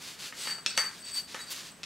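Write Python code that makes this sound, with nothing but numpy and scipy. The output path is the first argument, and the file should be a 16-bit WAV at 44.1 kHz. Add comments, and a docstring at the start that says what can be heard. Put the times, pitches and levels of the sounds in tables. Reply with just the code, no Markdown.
"""In a quiet room, a sticky lint roller is run over a sweater in short strokes.
The glue peels off the cloth in a fine, dense crackle. The hollow plastic drum squeaks on its axle,
knocks against the frame as it lands or lifts, clicks against its end stop,
and rattles while it spins free."""
import sys
import numpy as np
from scipy import signal
from scipy.fft import rfft, irfft
from scipy.io import wavfile
from scipy.ndimage import uniform_filter1d

SR = 44100
rng = np.random.default_rng(int(sys.argv[2]) if len(sys.argv) > 2 else 0)


def pcm_store(signal):
    """Save signal as 16-bit PCM."""
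    levels = np.round(np.clip(np.atleast_2d(signal), -1, 1) * 32767)
    wavfile.write(sys.argv[1], SR, levels.astype(np.int16).T)


N = 81585
TIME = np.arange(N) / SR


def amp(db):
    """Turns decibels (dB) into a number to multiply by."""
    return 10 ** (np.asarray(db) / 20)


def unit(x):
    """Scales a sound so that its average strength (rms) is 1."""
    return x / np.sqrt(np.mean(x ** 2) + 1e-20)


def read(points, hz):
    """Reads between the rows of a (frequency, value) table, with octaves evenly spaced."""
    row_hz, value = np.transpose(points)
    return np.interp(np.log(hz + 1), np.log(row_hz + 1), value)


def add(mix, start_s, sound):
    """Adds a sound to the mix at a given time."""
    part = mix[max(round(start_s * SR), 0):][:len(sound)]
    part += sound[:len(part)]


def shelf(x, corner):
    """Rises smoothly from 0 below the corner to 1 above it."""
    return 1 - 1 / (1 + np.square(x / corner) ** 2)


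def colour(x, db_at, size=2048):
    """Shapes the tone of a sound; db_at gives the relative level of each frequency."""
    log_gain = np.log(amp(db_at(abs(np.fft.fftfreq(size, 1 / SR)))))
    taps = np.fft.ifft(np.exp(np.conj(signal.hilbert(log_gain)))).real  # never rings ahead of a hit
    return signal.fftconvolve(x, taps / np.linalg.norm(taps))[:len(x)]


def wander(rate_hz):
    """A smooth random wobble, up to about the given rate."""
    keep_slow = 1 - shelf(np.fft.rfftfreq(N, 1 / SR), rate_hz)
    return unit(irfft(rfft(rng.standard_normal(N)) * keep_slow, N))


def clicks(per_s, spread_db):
    """Random clicks, mostly small and a few large."""
    size = amp(spread_db * np.minimum(rng.exponential(1, N), 4))
    return unit(size * rng.choice([-1, 1], N) * (rng.random(N) < per_s / SR))


def room_tone(level_db=-54.5, side_db=-10):
    """A faint steady hush, nearly the same on the left and right."""
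    # Each row: frequency in Hz, relative level in dB.
    hush = [(15, -60), (25, -18.5), (107, -10), (152, -4.5), (193, -2.5), (313, -10), (1020, -13.5),
            (1140, -11.5), (1340, -12), (7500, -22), (8350, -23), (9050, -26), (15500, -33)]
    middle, side = (unit(colour(rng.standard_normal(N), lambda hz: read(hush, hz))) for _ in range(2))
    return amp(level_db) * (middle + amp(side_db) * np.array([side, -side]))


def room_echo(x, tail_db=-4.5, build_s=0.0053, size=22050):
    """Sound bounces off nearby surfaces, then dies away in a short blurred tail."""
    # Each row: delay of one bounce in seconds, level in dB.
    bounces = [(.0046, -24.5), (.0056, -20), (.0074, -13), (.0135, -15.5)]
    # Each row: frequency in Hz, seconds the tail takes to fade by 60 dB.
    fade_times = [(250, 0.25), (1700, 0.31), (4600, 0.28), (13000, 0.34)]
    hz, t, noise = signal.stft(rng.standard_normal(size), SR, nperseg=256)
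    tail = signal.istft(noise * amp(-60 * t / read(fade_times, hz)[:, None]), SR)[1][:size]
    tail *= np.minimum(np.arange(size) / SR / build_s, 1)
    response = amp(tail_db) * tail / np.linalg.norm(tail)
    for delay, db in bounces:
        add(response, delay, amp([db]))
    return signal.fftconvolve(x, response)[:N]


def spread(x, width, scatter_s=0.027, size=6000):
    """Scattered sound reaches the left and right differently, most of all in the treble."""
    hz = np.fft.rfftfreq(size, 1 / SR)
    scatter = rng.standard_normal(size) * np.exp(-np.arange(size) / SR / scatter_s)
    scatter = irfft(rfft(scatter / np.linalg.norm(scatter)) * amp(read(width, hz)))
    side = signal.fftconvolve(x, scatter)[:N]
    return np.array([x + side, x - side]) * amp([[.25], [-.25]])  # a touch louder on the left


def drum_rattle(level_db=-2, spin_s=0.16):
    """The hollow drum chatters on its axle as it runs down."""
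    # Each row: start of a spin in seconds, relative level in dB, steady fade in dB per second.
    spins = [(.474, -41, 98), (.786, -33, 123), (1.348, -42, 106), (0.75, -54, 6), (1.54, -52.5, 83)]
    # Each row: frequency in Hz, relative level of the chatter in dB.
    tone = [(20, -59), (70, -32), (160, -14.5), (300, -13), (700, -10), (1100, -0.5), (1450, 1),
            (1850, 3.5), (2500, -7.5), (3200, -12), (5200, -11.5), (6200, -11.5), (9000, -15), (15500, -37)]
    level = np.zeros(N)
    for start, db, fade in spins:
        age = abs(TIME - start)
        run_down = 1 - shelf(age, spin_s)  # an extra fade that ends the spin
        level += (TIME > start) * amp(db - fade * age) * run_down
    chatter = clicks(per_s=900, spread_db=3) * level
    return amp(level_db) * colour(chatter, lambda hz: read(tone, hz))


def axle_squeaks(edge_s=0.0077, waver_hz=20.1, rough_db=2):
    """The axle sticks and slips, which makes groups of its tones sing in short, unsteady bursts."""
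    # Each row: start in seconds, length in seconds, level in dB, which group of tones sings.
    bursts = [(0.444, 0.041, -44.5, "low"), (0.48, 0.053, -38.5, "low"), (0.545, 0.026, -46, "low"),
              (0.573, 0.033, -52, "low"), (0.695, 0.038, -44, "low"), (0.764, 0.055, -32, "low"),
              (0.839, 0.041, -37, "low"), (1.022, 0.034, -50.5, "low"), (1.057, 0.037, -48.5, "low"),
              (1.109, 0.054, -46, "low"), (1.156, 0.038, -35.5, "low"), (1.215, 0.038, -52, "low"),
              (1.405, 0.028, -46.5, "low"), (1.461, 0.067, -52, "low"), (0.391, 0.13, -47.5, "high"),
              (0.501, .012, -38, "high"), (0.52, 0.031, -46, "high"), (0.542, 0.1, -57, "high"),
              (0.675, 0.042, -45.5, "high"), (0.764, 0.052, -38, "high"), (0.831, 0.06, -51, "high"),
              (0.986, 0.043, -51.5, "high"), (1.042, 0.1, -48.5, "high"), (1.131, 0.051, -42, "high"),
              (1.173, 0.074, -59, "high"), (1.399, 0.049, -48, "high"), (1.703, .025, -53.5, "high"),
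              (1.724, 0.065, -65, "high"), (1.388, 0.043, -45, "loose")]
    # The axle's three groups of tones. Each row: pitch in Hz, relative level in dB.
    low = [(4534, -13), (4582, 0), (4662, -14), (11585, -25), (13300, -28)]
    high = [(8020, -4), (8187, 0), (8110, -11), (13440, -20), (15700, -28)]
    loose = [(3890, 0), (6713, -5), (11550, -16), (13460, -18)]
    out = np.zeros(N)
    for name, tones in (("low", low), ("high", high), ("loose", loose)):
        level = sum(amp(db) * np.clip(np.minimum(TIME - start, start + length - TIME) / edge_s, 0, 1)
                    for start, length, db, group in bursts if group == name)
        squeal = np.zeros(N)
        for hz, db in tones:
            pitch = hz + waver_hz * wander(rate_hz=84)
            squeal += amp(db) * np.sin(2 * np.pi * np.cumsum(pitch) / SR)
        out += level * unit(squeal * amp(rough_db * wander(rate_hz=170)))
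    return out


def plastic_hits(hits, tone, ring_tones, crack_db, ring_db, crack_s=0.0017, size=6000):
    """Plastic hits plastic: a sharp crack and a short ring."""
    bass_hz, treble_hz = 1300, 3350
    t, crack_hz = np.arange(size) / SR, np.fft.rfftfreq(size, 1 / SR)
    ring = sum(amp(db - 60 * t / fade_s) * np.sin(2 * np.pi * hz * t) for hz, db, fade_s in ring_tones)
    out = np.zeros(N)
    for start, db, bass_db, treble_db in hits:
        burst = rng.standard_normal(size) * np.exp(-t / crack_s)
        crack = (t == 0) + amp(crack_db) * burst / np.linalg.norm(burst)
        # Even out the chance peaks and dips in the crack's tone.
        uneven_db = 10 * np.log10(uniform_filter1d(abs(rfft(crack)) ** 2, size=60))
        crack = colour(crack, lambda hz: -np.interp(hz, crack_hz, uneven_db))
        hit = colour(unit(crack) + amp(ring_db) * unit(ring),
                     lambda hz: read(tone, hz) + bass_db * (1 - shelf(hz, bass_hz))
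                     + treble_db * shelf(hz, treble_hz))
        add(out, start, amp(db) * hit / np.linalg.norm(hit))
    return out


def drum_knocks():
    """The hollow drum knocks against the frame as it lands or lifts."""
    # Each row: start in seconds, strength in dB, bass boost in dB, treble boost in dB.
    knocks = [(.228, -42, 7, -12), (.325, -16.5, -8, -19), (.458, -28, 10, -9.5), (.473, -10, 0, 0.5),
              (.501, -17.5, -13, -11), (.585, -21.5, -1, -4), (.7766, 3, 4.5, 7), (.782, -26, -10, 10),
              (1.3455, -11.5, 5.5, 0)]
    # Each row: frequency in Hz, relative level of a knock in dB.
    tone = [(20, -55), (80, -41), (160, -4), (300, -6), (550, 0.5), (1050, 1), (1900, 3.5), (3100, 3),
            (4000, -3), (5300, -6), (6200, -1.5), (7200, -10.5), (10000, -12.5), (15500, -31)]
    # How the drum rings. Each row: pitch in Hz, relative level in dB, seconds to fade by 60 dB.
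    drum_ring = [(498, -11.5, 0.096), (800, -5, 0.028), (1070, -13, 0.047), (1290, -2, 0.066),
                 (1876, 0.5, 0.037), (2130, -8, 0.057), (2976, 0.5, 0.023), (3214, 4, 0.019),
                 (6190, 5, 0.01)]
    return plastic_hits(knocks, tone, drum_ring, crack_db=5, ring_db=-8)


def end_stop_clicks():
    """The drum slides against its end stop with a sharp click that rings the end cap."""
    # Each row: start in seconds, strength in dB, bass boost in dB, treble boost in dB.
    taps = [(.6623, 1.5, -4.5, 2.5), (.6675, -8, 0.5, 4.5), (1.8328, -13, 2.5, 4.5), (1.8378, -13.5, -5, 1)]
    # Each row: frequency in Hz, relative level of a click in dB.
    tone = [(20, -56), (90, -49), (200, -13), (400, -11), (700, -18), (1400, -6.5), (2100, -8.5),
            (2650, 1.5), (3100, -6.5), (3900, -1), (5500, -5), (7000, -11.5), (9000, -20), (15500, -44)]
    # How the cap rings. 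Each row: pitch in Hz, relative level in dB, seconds to fade by 60 dB.
    cap_ring = [(1450, -12, 0.055), (2655, 2, 0.017), (3540, 0, .018), (3900, -1.5, 0.013), (4450, 0, 0.01),
                (5490, -2, 0.043)]
    return plastic_hits(taps, tone, cap_ring, crack_db=3.5, ring_db=-10)


def sticky_peel(fizz_db=-2, clump_db=0.63, stroke_shape=2.77, treble_hz=8900):
    """Fibres snap off the glue; each stroke swells and fades, and has its own brightness."""
    # Each row: a stroke's fastest moment in seconds, seconds to rise 10 dB, seconds to fall 10 dB,
    # level in dB, treble boost in dB.
    strokes = [(0.064, 0.07, 0.098, -44, 7), (0.241, 0.055, .065, -40.5, 5),
               (0.433, 0.078, 0.11, -39.5, 6.5), (0.699, 0.049, 0.13, -46, -12),
               (.975, 0.081, 0.056, -50.5, 5), (1.095, 0.053, 0.034, -46, 0),
               (1.167, 0.033, 0.043, -39.5, 11.5), (1.314, 0.038, 0.12, -47, 2.5),
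               (1.405, .02, 0.022, -54.5, 6), (1.519, 0.017, 0.015, -36.5, 18),
               (1.575, 0.1, 0.059, -42, 5.5), (1.663, 0.034, 0.044, -47, 5.5)]
    # Each row: frequency in Hz, relative level of the crackle in dB.
    tone = [(30, -50), (130, -46), (250, -6), (700, -12.5), (1200, -6), (2200, -2), (3200, 0), (4700, 2),
            (5600, -3), (7200, -5), (10000, -13), (15500, -24.5)]
    out = np.zeros(N)
    for peak, rise, fall, db, treble_db in strokes:
        from_peak = np.maximum((peak - TIME) / rise, (TIME - peak) / fall)
        snaps = unit(clicks(per_s=4000, spread_db=2.5) + amp(fizz_db) * rng.standard_normal(N))
        level = amp(db - 10 * from_peak ** stroke_shape + clump_db * wander(rate_hz=59))
        out += colour(snaps * level, lambda hz: read(tone, hz) + treble_db * shelf(hz, treble_hz))
    return out


def scene():
    """Mixes the cloth, the plastic parts, their echoes and the hush of the room in stereo."""
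    # How wide each sounds. Each row: frequency in Hz, level of the sides against the middle in dB.
    cloth_width = [(300, -13), (1000, -11), (2200, -46), (4100, -50), (5500, -13), (8000, -7.5),
                   (14000, -4.5)]
    plastic_width = [(100, -20), (1000, -16.5), (2200, -24), (4000, -12), (6000, -8), (8000, -6),
                     (14000, -4)]
    peel = amp(-0.03) * sticky_peel()
    axle = axle_squeaks()
    drum = drum_rattle() + drum_knocks() + end_stop_clicks()
    plastic = drum + axle + room_echo(drum + amp(-0.5) * axle)
    cloth = peel + amp(-4.5) * room_echo(peel)
    return spread(cloth, cloth_width) + spread(plastic, plastic_width) + room_tone()


def record(dry):
    """Cuts away the very highest treble."""
    top_hz = 15790
    low_pass = signal.firwin(1023, top_hz, window=("kaiser", 9), fs=SR)
    return signal.oaconvolve(dry, low_pass[None], "same")


dry = scene()
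out = record(dry)
pcm_store(out)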